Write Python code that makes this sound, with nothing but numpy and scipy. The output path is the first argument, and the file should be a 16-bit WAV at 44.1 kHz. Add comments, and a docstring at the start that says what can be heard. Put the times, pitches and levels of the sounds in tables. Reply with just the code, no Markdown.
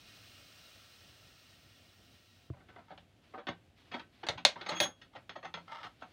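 """Smoke hisses from a wooden handle as a hot tang burns into it, over the low rumble of a forge blower; the
hiss eases off and stops with a thud, in a walled yard. Gloved hands then shift a wooden-handled drawknife in an
iron vice on a trestle: wood knocks, gloves rub, and the blade scrapes and taps on the jaws. The vice clanks
loudly, and friction makes the steel edge squeal while a clank strikes it and sets it ringing. Each blow rings
its body and dies between the walls."""
import sys
import numpy as np
from scipy import signal
from scipy.fft import rfft, irfft, next_fast_len
from scipy.io import wavfile
from scipy.ndimage import uniform_filter1d

SR = 44100
rng = np.random.default_rng(int(sys.argv[2]) if len(sys.argv) > 2 else 0)


def dump(signal):
    """Clip the signal to [-1, 1] and save it as 16-bit WAV at the path in sys.argv[1]."""
    limited = np.clip(np.atleast_2d(signal).T, -1, 1)
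    pcm = np.round(limited * 32767).astype(np.int16)
    wavfile.write(sys.argv[1], SR, pcm)


N = 269892
TIME = np.arange(N) / SR
AFTER = TIME[:SR // 2]   # time since a blow

# dense modes of the trestle and handles (frequency [Hz], level [dB])
WOOD_COLOUR = [(100, -15.5), (200, 3.5), (420, 2), (700, 7.5), (1400, 3), (2300, -3), (3500, -4.5),
               (5200, -21), (6600, -29.5), (8000, -42.5), (15000, -58.5)]


def from_db(db):
    """Decibels to gain."""
    return 10 ** (np.asarray(db) / 20)


def rms_one(x):
    """Scale to unit power."""
    return x / np.sqrt(np.mean(x ** 2) + 1e-20)


def dying(t60):
    """Envelope that loses 60 dB in t60 seconds."""
    return from_db(-60 * AFTER / t60)


def swell(depth_db, rise_s):
    """Gain that starts depth_db low and is full after rise_s."""
    return from_db(-depth_db * np.maximum(1 - TIME / rise_s, 0))


def strokes(rows, attack_s, release_t60):
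    """Pressure of a hand's strokes: each builds up, holds and dies away."""
    pressure = np.zeros(N)
    for start, length, db in rows:
        attack = np.clip((TIME - start) / attack_s, 0, 1)
        release_db = -60 * np.maximum(TIME - start - length, 0) / release_t60
        pressure += attack * from_db(db + release_db)
    return pressure


def flutter(per_s, depth_db):
    """A gain that wanders at random."""
    knots = np.arange(0, 7, 1 / 200)
    slow = rms_one(uniform_filter1d(rng.standard_normal(len(knots)), round(200 / per_s)))
    return from_db(depth_db * np.interp(TIME, knots, slow))


def add(out, s, sound):
    """Mix a sound in at time s."""
    at = round(s * SR)
    out[at:at + len(sound)] += sound[:N - at]


def coloured(x, colour):
    """Minimum-phase EQ, so that nothing sounds early; unit power out."""
    hz, db = np.transpose(colour)
    size = next_fast_len(len(x) // 2 + 2048) * 2
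    bins = np.maximum(np.fft.rfftfreq(size, 1 / SR), 1)
    low_cut = np.clip(bins / hz[0], .1, 1) ** 2
    gain = from_db(np.interp(np.log(bins), np.log(hz), db)) * low_cut
    cepstrum = irfft(np.log(gain))
    cepstrum[1:size // 2] *= 2
    cepstrum[size // 2 + 1:] = 0
    return rms_one(irfft(rfft(x, size) * np.exp(rfft(cepstrum)))[:len(x)])


def resonate(x, hz, width_hz):
    """Two-pole resonance with gain 1 at its peak."""
    r = np.exp(-np.pi * width_hz / SR)
    feedback = [1, -2 * r * np.cos(2 * np.pi * hz / SR), r * r]
    return signal.lfilter(np.array([1, 0, -1]) * (1 - r * r) / 2, feedback, x)


def struck(modes, scatter_db=0, detune=0):
    """Decaying sines; where the blow lands and how the hand grips can alter each a little."""
    ringing = np.zeros(len(AFTER))
    for k, (hz, db, t60) in enumerate(modes):
        gain = from_db(db + scatter_db * rng.standard_normal())
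        pitch = hz * (1 + detune * rng.standard_normal())
        ringing += (-1) ** k * gain * dying(t60) * np.sin(2 * np.pi * pitch * AFTER)
    return ringing * (1 - np.exp(-AFTER / .0004))


def grains(per_s, spread_db):
    """Random tiny slips of uneven size."""
    sizes = from_db(spread_db * np.minimum(rng.exponential(1, N), 4)) * rng.choice([-1, 1], N)
    return sizes * (rng.random(N) < per_s / SR)


def contact(chatter_s):
    """A square blow is one click; in a glancing one the surfaces meet again and again."""
    age = AFTER / chatter_s
    touches = rng.standard_normal(len(AFTER)) * (rng.random(len(AFTER)) < 3000 / SR)
    square = np.exp(-chatter_s / .003)
    force = touches * age * np.exp(-age) * (1 - square)
    force[0] = square
    return force


def blows(events, modes, colour, balance_db, scatter_db, detune,
          ring_db, crack_db, crack_t60, yard_t60, gain_db):
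    """Each contact cracks, chatters, rings the body and dies away between the yard walls."""
    # edges of the bass, middle, treble and top bands (frequency [Hz])
    edges = [70, 450, 1800, 5500, 16000]
    # a harder contact shifts weight from middle to treble; per band (share of brightness [ratio])
    tilt = [-.15, -0.55, .48, .45]
    out, first_30_ms = np.zeros(N), slice(0, SR // 33)
    for s, strength_db, bright_db, chatter_s in events:
        envelope = dying(yard_t60) + from_db(crack_db) * dying(crack_t60)
        dense = coloured(rng.standard_normal(len(AFTER)) * envelope, colour)
        body = dense + from_db(ring_db) * rms_one(struck(modes, scatter_db, detune))
        sound = signal.fftconvolve(contact(chatter_s), body)[:len(AFTER)]
        band_db = gain_db + strength_db + np.array(balance_db) + bright_db * np.array(tilt)
        for k, (low, high, db) in enumerate(zip(edges, edges[1:], band_db)):
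            band = signal.sosfilt(signal.butter(2, [low, high], "band", fs=SR, output="sos"), sound)
            band *= dying(0.33 * edges[-1] / high)   # air and walls damp the top band most
            add(out, s, (-1) ** k * band * from_db(db) / np.std(band[first_30_ms]))
    return out


def forge_rumble():
    """The forge and the distant background make a low, gently wavering bed."""
    # rumble spectrum (frequency [Hz], level [dB])
    colour = [(25, -25), (48, -5.5), (70, -4.5), (100, 2), (140, -6.5), (200, -8.5), (290, -7.5),
              (450, -17), (700, -15.5), (1000, -24.5), (3000, -23), (6000, -34.5), (10000, -40),
              (15500, -46)]
    return from_db(-66) * coloured(rng.standard_normal(N), colour) * flutter(per_s=8.6, depth_db=1.5)


def smoke_hiss():
    """Smoke jets hiss from the wooden handle as the hot tang burns in; the hiss swells, holds, sags and is cut
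    off."""
    # hiss of the smoke jet (frequency [Hz], level [dB])
    colour = [(200, -35), (450, -4), (640, 2), (900, -10), (1350, 0.5), (2000, -5), (2900, -3.5),
              (5500, -1), (7400, -11.5), (8300, -10), (12200, -18.5), (13800, -10.5), (15700, -8)]
    # resonances of the hiss (frequency [Hz], width [Hz], level [dB])
    hiss_modes = [(1340, 24, -5.5), (1882, 18, 5.5), (2196, 36, 0.5), (2494, 21, 5), (2804, 280, 0),
                  (3110, 45, -0.5), (3430, 46, 0.5), (3830, 13, 6), (4091, 92, -3.5), (4640, 10, 0.5),
                  (5400, 46, -12), (8420, 220, -6.5)]
    hold_until_s, sag_db_per_s, stop_s, fade_s = 0.61, 5, 2.496, 0.036
    jet = coloured(rng.standard_normal(N), colour)
    resonant = sum(from_db(db) * resonate(jet, hz, width) for hz, width, db in hiss_modes)
    jet = rms_one(jet + from_db(5.5) * resonant)
    fizz = signal.sosfiltfilt(signal.butter(2, 8000, "high", fs=SR, output="sos"), jet)
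    jet += fizz * (from_db(-1.5) * swell(depth_db=2, rise_s=0.3) - 1)   # the top octave swells later
    sag_db = sag_db_per_s * np.maximum(TIME - hold_until_s, 0)
    flow = swell(depth_db=1.5, rise_s=0.12) * from_db(-58.5 - sag_db)
    running = .5 - .5 * np.tanh((TIME - stop_s) / fade_s)
    return jet * flow * running * flutter(per_s=25, depth_db=0.44)


def bench_thuds():
    """The bench thuds dully as the hiss stops, and again during the work."""
    # low modes of the bench (frequency [Hz], level [dB], t60 [s])
    modes = [(82, -35.5, 0.12), (129, -32.5, 0.11), (316, -37, 0.055), (423, -34, 0.012),
             (670, -55.5, 0.13), (1100, -41, 0.0074)]
    # thuds (time [s], level [dB])
    hits = [(2.501, 0), (3.492, -12), (4.292, -9), (4.354, -12.5), (4.811, -12)]
    out = np.zeros(N)
    for s, db in hits:
        add(out, s, from_db(db) * struck(modes))
    return out


def wood_knocks():
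    """Wood knocks on wood and briefly rings the trestle and handles."""
    # knocks (time [s], strength [dB], brightness [dB], chatter [s])
    hits = [(2.535, -71.5, -17, .003), (2.566, -72.5, -15, 0.0034), (2.603, -73.5, -17, .003),
            (2.684, -63.5, -1, 0.0066), (2.761, -64.5, -18, .002), (2.781, -63.5, -12, 0.0047),
            (2.901, -57.5, -12.5, 0.0066), (2.977, -61.5, 7.5, .0012), (3.337, -58, -23.5, .0045),
            (3.377, -54.5, -11, 0.0063), (3.469, -46, 4, .0022), (3.483, -42.5, -1.5, .0028),
            (3.938, -44, 0.5, 0.0033), (3.995, -56, 10.5, 0.0017), (4.231, -49.5, -4, 0.0034),
            (4.289, -46, -5, 0.0045), (4.375, -50.5, 8, 0.0043), (4.558, -53.5, -9, 0.0031),
            (4.611, -51, 10.5, 0.002), (4.712, -44.5, 4, .008), (4.764, -50, 11, 0.0031),
            (4.806, -41.5, -3, 0.0041), (4.848, -48.5, -5, 0.0058)]
    # modes of the trestle and handles (frequency [Hz], level [dB], t60 [s])
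    modes = [(172, -3, 0.28), (245, -6, .14), (325, -5.5, 0.14), (574, -0.5, 0.082), (768.5, 2.5, 0.16),
             (945, -2, .12), (1310, -6.5, 0.21), (1539, -7.5, 0.28), (1960, -3, 0.052), (2150, -5.5, 0.084),
             (3410, -7.5, .13), (4365, -14.5, 0.1), (6390, -28.5, 0.092)]
    # tone of a knock (bass [dB], middle [dB], treble [dB], top [dB])
    balance = [0, 0, 0, -15]
    return blows(hits, modes, WOOD_COLOUR, balance, scatter_db=4, detune=.008,
                 ring_db=-4, crack_db=3, crack_t60=0.022, yard_t60=0.19, gain_db=-2.5)


def gloves():
    """Knitted fibres catch on the wood."""
    # rubs (start [s], length [s], relative level [dB])
    rubs = [(2.66, .29, -72), (3.21, 0.15, -66.5), (3.75, 0.14, -63.5), (4.11, 0.11, -64),
            (4.95, 0.11, -74), (5.58, 0.56, -67)]
    # rustle of the knit (frequency [Hz], level [dB])
    colour = [(300, 6.5), (1200, 3), (2800, 5.5), (4200, 2.5), (7000, -14), (15000, -22)]
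    fibres = coloured(grains(per_s=7400, spread_db=0.5), colour)
    pressure = strokes(rubs, attack_s=0.027, release_t60=.2) * flutter(per_s=30, depth_db=1)
    return from_db(-4.5) * fibres * pressure


def scrapes():
    """Uneven slips of steel on iron ring the blade; the yard walls blur them."""
    # drags along the jaws (start [s], length [s], relative level [dB])
    drags = [(2.69, 0.081, -64), (2.875, 0.032, -58), (3.92, 0.084, -49.5), (4.57, .22, -49.5),
             (4.69, 0.055, -41.5), (5.13, .04, -56.5), (5.675, 0.191, -47.5), (5.712, 0.047, -48),
             (5.825, 0.038, -45.5), (6.005, .02, -53)]
    # broad colour of the slips (frequency [Hz], level [dB])
    colour = [(150, 2), (450, -5), (600, 0), (1300, -2), (3500, -0.5), (5300, -10), (7500, -26),
              (15000, -38)]
    # resonances of the dragged blade (frequency [Hz], width [Hz], level [dB])
    modes = [(588, 73, -7.5), (754, 39, -1.5), (900, 126, -3), (1324, 87, 3), (1820, 99, -6.5),
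             (2100, 64, -2.5), (2820, 210, -20), (3210, 140, -7.5), (4360, 27, -19), (5230, 55, -7),
             (6370, 53, -12), (8000, 200, -7)]
    slips = coloured(grains(per_s=820, spread_db=2.5), colour)
    ringing = sum((-1) ** k * from_db(db) * resonate(slips, hz, width)
                  for k, (hz, width, db) in enumerate(modes))
    near = rms_one(slips + from_db(18) * ringing) * strokes(drags, attack_s=0.0071, release_t60=0.07)
    echoes = rng.standard_normal(len(AFTER)) * dying(t60=0.13)
    far = signal.fftconvolve(near, echoes / np.linalg.norm(echoes))[:N]
    return from_db(-6.5) * (near + from_db(-4.5) * far)


def blade_taps():
    """The blade, held by its wooden handles, taps lightly on the jaws."""
    # taps (time [s], strength [dB], brightness [dB], chatter [s])
    hits = [(3.913, -51, 1, 0.0061), (4.662, -46.5, 3.5, 0.0026), (5.015, -63, 15.5, 0.0022),
            (5.15, -53, -7.5, 0.0065), (5.294, -50.5, 5.5, 0.00065), (5.355, -51, -10, 0.0033),
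            (5.428, -54.5, -8, 0.0031), (5.447, -48, -5, 0.0031), (5.54, -45.5, 4.5, 0.0012),
            (5.569, -53.5, -8, .0063), (5.843, -55.5, -2.5, 0.0076), (6.02, -53, -11, 0.0032)]
    # modes of the held blade (frequency [Hz], level [dB], t60 [s])
    modes = [(169.8, -5, .35), (265, -7, .15), (743, 2, 0.11), (1318, 0, 0.14), (1876, 1, 0.097),
             (2070, -1.5, .11), (3365, -6.5, 0.14), (4330, -14, 0.29), (5130, -20.5, .15),
             (6390, -18.5, 0.21)]
    # tone of a tap (bass [dB], middle [dB], treble [dB], top [dB])
    balance = [-6.5, 0, 0, -12]
    return blows(hits, modes, WOOD_COLOUR, balance, scatter_db=2, detune=.006,
                 ring_db=-4.5, crack_db=3, crack_t60=0.02, yard_t60=0.19, gain_db=-2.5)


def vice_clanks():
    """Iron meets iron with a hard crack that rings the vice."""
    # clanks (time [s], strength [dB], brightness [dB], chatter [s])
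    hits = [(4.267, -50, -4, 0.0022), (4.2868, -38.5, 2, .0018), (4.450, -26.3, 7.5, .0003),
            (4.688, -42, -3, .0041), (4.802, -33.5, 1.5, .0014), (4.822, -40.5, 0, 0.0068)]
    # modes of the vice (frequency [Hz], level [dB], t60 [s])
    modes = [(556, 2.5, .12), (599, 1.5, 0.16), (775, -7.5, .13), (1022, -1.5, .1), (1560, -8, .2),
             (1860, -6, .12), (2130, -3.5, .2), (2510, -7, .13), (2900, -9, .12), (3550, 0, 0.14),
             (3620, 0.5, 0.1), (3743, 1.5, 0.12), (3960, 0, .12), (4260, 0.5, 0.11), (4340, 0.5, .14),
             (4940, -8.5, .17), (5700, -9.5, .1), (6420, -6, 0.094)]
    # its dense modes (frequency [Hz], level [dB])
    colour = [(60, -13), (200, -6.5), (400, -9), (600, 1.5), (1300, -6), (2100, -2.5), (3100, -1),
              (3700, 3), (4300, -1), (5200, -9), (6500, -6.5), (7400, -14.5), (8300, -17), (10000, -23),
              (12000, -35), (15500, -33)]
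    # tone of a clank (bass [dB], middle [dB], treble [dB], top [dB])
    balance = [-12, 0, -1, -9]
    return blows(hits, modes, colour, balance, scatter_db=2.5, detune=.002,
                 ring_db=-5.5, crack_db=13, crack_t60=.016, yard_t60=0.2, gain_db=-0.13)


def blade_squeal():
    """Friction drives the blade's modes; a clank of the vice strikes them and they ring on."""
    # modes of the steel (frequency [Hz], struck level [dB], t60 [s], rubbed level [dB])
    modes = [(3315, -46.5, .43, -47), (6505, -34.5, .21, -50), (10490, -43, .19, -79),
             (10800, -42, .17, -80), (15140, -43.5, .15, -76)]
    # squeals (start [s], length [s], boost [dB])
    squeals = [(4.68, .025, 1), (4.745, .055, 3), (4.803, .042, 16)]
    out, struck_s = np.zeros(N), 4.802
    pressure = strokes(squeals, attack_s=.018, release_t60=.11)
    for hz, _, _, rubbed_db in modes:
        waver_hz = 14.8 * np.log(flutter(per_s=90, depth_db=8))
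        tone = np.sin(2 * np.pi * np.cumsum(hz + waver_hz) / SR)
        out += from_db(rubbed_db) * tone * pressure * flutter(per_s=70, depth_db=1.5)
    add(out, struck_s, struck([mode[:3] for mode in modes]))
    return out


def scene():
    """Rumble and hiss first, then the work at the vice; mono."""
    out = forge_rumble() + smoke_hiss() + bench_thuds()
    out += wood_knocks() + vice_clanks() + blade_taps()
    out += scrapes() + blade_squeal() + gloves()
    return out[None]


def record(dry):
    """The microphone loses the deep bass; the top is cut steeply."""
    thinned = signal.sosfilt(signal.butter(2, 42, "high", fs=SR, output="sos"), dry)
    return signal.sosfilt(signal.ellip(10, .2, 80, 15800, fs=SR, output="sos"), thinned)


dry = scene()
out = record(dry)
dump(out)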